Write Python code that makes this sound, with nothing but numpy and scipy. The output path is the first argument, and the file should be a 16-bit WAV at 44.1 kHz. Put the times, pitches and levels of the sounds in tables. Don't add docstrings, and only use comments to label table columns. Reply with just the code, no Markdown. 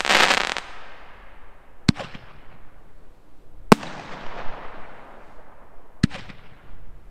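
import sys
import numpy as np
from scipy import signal
from scipy.fft import rfft, irfft
from scipy.io import wavfile
from scipy.ndimage import uniform_filter1d

SR = 44100
rng = np.random.default_rng(int(sys.argv[2]) if len(sys.argv) > 2 else 0)


def unload_wav(signal):
    wavfile.write(
        sys.argv[1],
        SR,
        np.round(np.clip(np.atleast_2d(signal).T, -1, 1) * 32767).astype(np.int16),
    )


N = 313110
T = np.arange(N) / SR
# freq_hz, level_db
SCATTER_TONE = [(80, -37), (250, -16), (800, -4.5), (1600, -4), (3000, -7.5), (5000, -11), (8500, -15.5),
                (10500, -27), (16000, -37.5)]


def amp(db):
    return 10 ** (np.asarray(db) / 20)


def curve(rows, at, column=1):
    rows = np.asarray(rows, float)
    return np.interp(at, rows[:, 0], rows[:, column])


def tone(points, hz):
    freqs, db = np.transpose(points)
    return amp(np.interp(np.log(hz + .01), np.log(freqs), db))


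def coloured(x, points):
    y = irfft(rfft(x) * tone(points, np.fft.rfftfreq(len(x), 1 / SR)), len(x))
    return y / np.std(y)


def noise(points):
    return coloured(rng.standard_normal(N), points)


def band(hz):
    return noise([(hz / 4, -75), (hz / 1.2, -32), (hz / 1.05, -10), (hz, 0),
                  (hz * 1.05, -10), (hz * 1.2, -32), (hz * 4, -75)])


def bell(t, width):
    return np.exp(-(t / width) ** 2)


def swells(rows, base_db=-120):
    return np.sqrt(amp(base_db) ** 2 + sum(amp(db) ** 2 * bell(T - s, width) for s, width, db in rows))


def clicks(times, db):
    at = np.clip(np.round(np.atleast_1d(times) * SR).astype(int), 0, N - 1)
    return np.bincount(at, amp(np.atleast_1d(db)), N)


def through(x, response):
    return signal.oaconvolve(x, response)[:N]


def pulse(points, size=8192):
    log_gain = np.log(tone(points, abs(np.fft.fftfreq(size, 1 / SR))))
    wave = np.fft.ifft(np.exp(np.conj(signal.hilbert(log_gain)))).real[:size // 2]
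    return -wave / abs(wave).max()


def shock(length_s, points):
    ramp = 1 - 2 * (T[:200] - 1 / SR) / length_s
    gate = np.clip((1 - abs(ramp)) * length_s * SR / 2 + .5, 0, 1)
    wave = np.convolve(ramp * gate, pulse(points))
    return wave / abs(wave).max()


def stars(pops_per_s, db, spread_db, most=400):
    due = np.cumsum(pops_per_s) / SR
    turns = np.arange(most) + 2 * rng.random(most) - .5
    times = np.interp(abs(turns[turns < due[-1]]), due, T)
    strength = rng.uniform(-1, 1, most)[:len(times)]
    return clicks(times, db + spread_db * strength)


def by_distance(x, near_until_s=.34, farthest_s=.57, far_share=.7, cutoff_hz=9000):
    far = far_share * np.interp(T, [near_until_s, farthest_s], [0, 1])
    dull = signal.sosfiltfilt(signal.butter(2, cutoff_hz, fs=SR, output="sos"), x)
    return (1 - far) * x + far * dull


def with_ground(x, delay_s, db, dull_hz):
    pole = np.exp(-2 * np.pi * dull_hz / SR)
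    bounce = signal.lfilter([1 - pole], [1, -pole], x)
    return x + amp(db) * np.interp(T - delay_s, T, bounce, left=0)


def surroundings(roll, points, echoes, air_db_per_s, grain_db, patchy_db, size=150000):
    t = T[:size]
    power = 0
    for delay, db, rise, t60 in roll:
        decay = amp(db - 60 * np.maximum(t - delay, 0) / t60)
        power += decay ** 2 * bell(np.minimum(t - delay, 0), rise)
    for delay, db, spread in echoes:
        power += amp(db) ** 2 * bell(t - delay, spread)
    reflectors = rng.standard_normal(size)
    reflectors *= amp(grain_db * np.repeat(rng.standard_normal(size // 30), 30))
    hz, delay, frames = signal.stft(coloured(reflectors, points) * np.sqrt(power), SR, nperseg=256)
    patches = uniform_filter1d(rng.standard_normal(frames.shape), size=4, axis=0)
    patches = uniform_filter1d(patches, size=10, axis=1)
    loss_db = air_db_per_s * delay * (hz[:, None] / 4000) ** 1.286
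    return signal.istft(frames * amp(patchy_db * patches / patches.std() - loss_db), SR, nperseg=256)[1]


def crackle(direct_db=-.5, swarm_start_s=.088, swarm_end_s=.36, fade_s=.03, pops_per_s=400):
    # start_s, level_db
    single_pops = [(.0059, 0.5), (0.0494, -2.5), (.064, -2.5), (0.0776, -3), (.0923, -6), (0.0961, 2.5),
                   (0.1048, 0.5), (0.115, 1.5), (.124, 3), (0.1371, -1.5), (0.1681, 4), (0.187, -2.5),
                   (0.2057, 5), (0.2533, -3), (0.2849, -3), (0.3385, 3.5), (0.3473, -2), (0.3712, -1.5),
                   (0.3756, 0.5), (0.3795, -3), (0.401, -5.5), (0.4061, -1), (0.4164, -4), (.435, -4.5),
                   (0.449, -3.5), (0.472, -2), (0.4958, -3), (0.5196, -1), (.5673, -4), (.584, -4)]
    # centre_s, spread_s, pops_per_s, level_db
    clumps = [(.11, .005, 400, -1), (.153, 0.0047, 640, 1), (0.175, 0.0037, 380, -2),
              (.203, 0.0089, 330, 1), (.233, .01, 520, 0), (.308, 0.0062, 560, -1)]
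    # freq_hz, level_db
    pop_tone = [(60, -29), (115, -12), (160, 8), (500, 6.5), (1300, 1), (2600, -7), (4200, -13),
                (6300, -20), (8200, -20), (9800, -32), (13000, -32.5), (16000, -36)]
    # delay_s, level_db, rise_s, t60_s
    scatter = [(0, -34, 0.028, 0.092), (.125, -47, 0.038, 0.75), (.6, -57.5, .5, 5.2)]
    swarm = np.clip(np.minimum(T - swarm_start_s, swarm_end_s - T) / fade_s, 0, 1)
    kicks = clicks(*np.transpose(single_pops)) + stars(pops_per_s * swarm, db=-8.5, spread_db=4.5)
    kicks += sum(stars(rate * bell(T - s, spread), db, spread_db=3) for s, spread, rate, db in clumps)
    lengths_s = np.linspace(.00008, .00015, 5)
    choice = rng.integers(len(lengths_s), size=N)
    pops = sum(through(kicks * (choice == k), shock(span, pop_tone)) for k, span in enumerate(lengths_s))
    direct = with_ground(by_distance(pops), delay_s=.0053, db=-13, dull_hz=3220)
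    roll = surroundings(scatter, SCATTER_TONE, [], air_db_per_s=19.5, grain_db=1, patchy_db=2)
    lingering = amp(-39 - 60 * T / 1.4) * noise(SCATTER_TONE)
    return amp(direct_db) * direct + through(kicks, roll) + lingering


def wind():
    # centre_s, width_s, rumble_db, buffet_db
    gusts = [(.2, 0.41, -33.5, -47.5), (1.271, 0.19, -55, -48.5), (2.499, 0.51, -39.5, -55),
             (3.6, 0.12, -40, -46), (4.45, 0.25, -25, -57.5), (6.25, .15, -54, -47), (6.85, 0.18, -35, -43)]
    # freq_hz, level_db
    rumble_tone = [(1, 6.5), (5, -5.5), (10, -4), (20, -19.5), (40, -46.5), (100, -75.5), (400, -110)]
    buffet_tone = [(8, -21.5), (25, 3.5), (50, -7.5), (90, -15), (200, -27.5), (600, -59.5), (3000, -90.5)]
    rumble = swells([(s, width, db) for s, width, db, _ in gusts], base_db=-38)
    buffeting = swells([(s, width, db) for s, width, _, db in gusts], base_db=-55.5)
    return rumble * noise(rumble_tone) + buffeting * noise(buffet_tone)


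def night_air(hush_db=-59, hum_hz=298):
    # freq_hz, level_db
    hush_tone = [(20, -5.5), (120, -2.5), (450, -0.5), (900, -8), (1700, -15.5), (3000, -23), (5000, -27.5),
                 (9000, -28.5), (16000, -29.5)]
    # time_s, level_db
    hum_levels = [(0, -81.5), (2.6, -70.5), (3.1, -66), (3.6, -67.5), (5.6, -84), (7.1, -79)]
    return amp(hush_db) * noise(hush_tone) + amp(curve(hum_levels, T)) * band(hum_hz)


def launch(s, thump_db, crack_db, body_db, jet_db, echo_db, body_hz=1250, thump_lag_s=.00059):
    # freq_hz, level_db
    crack_tone = [(150, -28), (600, -4.5), (1050, 1), (1500, 2), (2500, -6), (3200, -12), (4400, 2),
                  (6000, -8), (8600, -12.5), (10500, -29.5), (16000, -41)]
    thump_tone = [(15, -53.5), (40, -16.5), (90, -7), (160, -2), (225, -2), (300, -11.5), (400, -22.5),
                  (550, -45.5), (1500, -41.5), (8000, -93)]
    roll_tone = [(30, -13.5), (100, 9.5), (220, 0), (340, -8), (550, 0.5), (1000, 2.5), (2400, -0.5),
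                 (4000, -4.5), (5400, -6), (6500, -13), (8700, -12.5), (10500, -27), (16000, -46)]
    # delay_s, level_db
    wall_thumps = [(0.11, -28), (0.155, -29), (0.261, -25.5)]
    # delay_s, level_db, rise_s, t60_s
    scatter = [(0, -28, .01, .06), (.105, -35, 0.025, 1.01), (.5, -46.5, .25, 5.2)]
    # delay_s, level_db, spread_s
    slaps = [(0.107, -31, 0.0014), (0.119, -30, 0.0067), (0.154, -32.5, 0.0072), (0.262, -34, 0.0083),
             (.42, -44, 0.016), (.64, -47, 0.035)]
    age = T - s
    muzzle = [(hz, db + body_db * (hz < body_hz)) for hz, db in crack_tone]
    spurt = np.exp(-np.maximum(-age / .002, age / .0011)) * (age > -.006)
    jet = amp(jet_db) * noise(muzzle) * spurt
    crack = through(clicks(s, crack_db), pulse(muzzle))
    thump = through(clicks(s + thump_lag_s, thump_db), pulse(thump_tone))
    walls = through(thump, clicks(*np.transpose(wall_thumps))[:SR])
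    thin_db = .31 * body_db
    thinned = [(hz, db + thin_db * (body_hz / 3 < hz < body_hz)) for hz, db in roll_tone]
    roll = surroundings(scatter, thinned, slaps, air_db_per_s=28, grain_db=2.5, patchy_db=1.78)
    echoes = through(clicks(s, 0), roll) + amp(thin_db) * fence(s)
    return jet + crack + thump + hollow(s + thump_lag_s, thump_db) + walls + amp(echo_db) * echoes


def hollow(s, db):
    # pitch_hz, level_db, t60_s
    modes = [(207, -32.5, 0.083), (290, -34, .32)]
    t = T[:SR]
    ring = sum(amp(level - 60 * t / t60) * np.sin(2 * np.pi * hz * t) for hz, level, t60 in modes)
    return through(clicks(s, db), ring)


def fence(s, overtone_db=-12, flutter=.53):
    # delay_s, pitch_hz, level_db
    glide = [(.07, 872, -42), (.095, 781, -42), (.114, 745, -24.5), (.119, 552, -28), (.14, 530, -36),
             (.17, 503, -76)]
    age = T - s
    phase = 2 * np.pi * np.cumsum(curve(glide, age)) / SR
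    note = np.sin(phase) + amp(overtone_db) * np.sin(2 * phase)
    uneven = uniform_filter1d(rng.standard_normal(N), size=200)
    level = amp(curve(glide, age, 2)) * (age > glide[0][0]) * (age < glide[-1][0])
    return level * (1 + flutter * uneven / uneven.std()) * note


def whistles():
    # centre_s, pitch_hz, level_db, width_s
    notes = [(2.156, 5120, -65, .1), (3.872, 3780, -38.5, 0.0048)]
    return sum(amp(db) * band(hz) * bell(T - s, width) for s, hz, db, width in notes)


def fizz():
    # centre_s, width_s, level_db
    spells = [(3.15, .3, -75), (3.4, .04, -74), (4.95, 0.29, -71.5), (5.3, 0.081, -68.5), (7.08, .1, -78)]
    # freq_hz, level_db
    fizz_tone = [(500, -32), (2500, -2), (4200, -0.5), (6500, -5.5), (9000, -9), (12000, -27.5)]
    return swells(spells) * noise(fizz_tone)


def burst(s=3.7196, blast_db=29.2, shock_s=.00056,
          rasp_t60_s=.046, grass_t60_s=.24, boom_t60_s=2.2, boom_rise_s=.066):
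    # freq_hz, level_db
    blast_tone = [(30, -47), (90, -36), (160, -5.5), (220, 3), (450, 3), (1000, -1), (2500, -2),
                  (5000, -5.5), (8500, -11), (10500, -15.5), (16000, -27)]
    grass_tone = [(200, -14.5), (1000, 0.5), (4000, -2), (8000, -3.5), (12000, -15), (16000, -12.5)]
    boom_tone = [(50, -21.5), (120, -4), (200, 0.5), (320, -4.5), (420, -21), (800, -28), (3000, -74.5)]
    roll_tone = [(40, -23), (110, -6), (200, -5), (330, -5.5), (550, 1), (900, 2.5), (1700, -1.5),
                 (3200, -8), (6000, -10), (8600, -18), (10500, -33.5), (16000, -44)]
    # delay_s, level_db, rise_s, t60_s
    scatter = [(0, -31.5, .01, .16), (.105, -37, 0.031, 4.45), (.78, -36, .35, 5.8)]
    # delay_s, level_db, spread_s
    slaps = [(0.113, -27, 0.0029), (.278, -32.5, 0.0016), (0.412, -34.5, 0.014), (0.491, -35, .003),
             (0.547, -32, .003), (0.679, -32.5, 0.022)]
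    age = np.maximum(T - s, 0)
    direct = through(clicks(s, blast_db), shock(shock_s, blast_tone))
    blast = with_ground(direct, delay_s=.00459, db=-6.5, dull_hz=2940)
    rasp = amp(-17 - 60 * age / rasp_t60_s) * (T > s) * noise(SCATTER_TONE)
    grass = amp(-35 - 60 * age / grass_t60_s) * (T > s) * noise(grass_tone)
    boom = amp(-37 - 60 * age / boom_t60_s) * (1 - np.exp(-age / boom_rise_s)) * noise(boom_tone)
    roll = surroundings(scatter, roll_tone, slaps, air_db_per_s=15, grain_db=1.5, patchy_db=1.23)
    return blast + rasp + hollow(s, db=3) + grass + boom + through(clicks(s, 0), roll)


def scene():
    # start_s, thump_db, crack_db, crack_body_db, gas_jet_db, echo_db
    shots = [(1.889, -2, 0.5, -5.5, -14.5, -1), (6.038, -3.5, -8, -16.5, -17.5, -2.5)]
    bangs = crackle() + burst() + sum(launch(*shot) for shot in shots)
    mono = bangs + whistles() + wind() + night_air() + fizz()
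    return np.array([mono, mono])


def record(dry, edge_hz=15900):
    # freq_hz, gain_db
    treble = [(3000, 1), (6000, -3), (8500, -1.5), (10500, -2.5), (13500, -1.5), (16000, -11.5)]
    clipped = .97 * dry / (1 + dry ** 6) ** (1 / 6)
    dulled = irfft(rfft(clipped, 2 * N) * tone(treble, np.fft.rfftfreq(2 * N, 1 / SR)))[:, :N]
    lowpass = signal.firwin(511, edge_hz, window=("kaiser", 9), fs=SR)
    return signal.oaconvolve(dulled, lowpass[None], "same", axes=1)


dry = scene()
out = record(dry)
unload_wav(out)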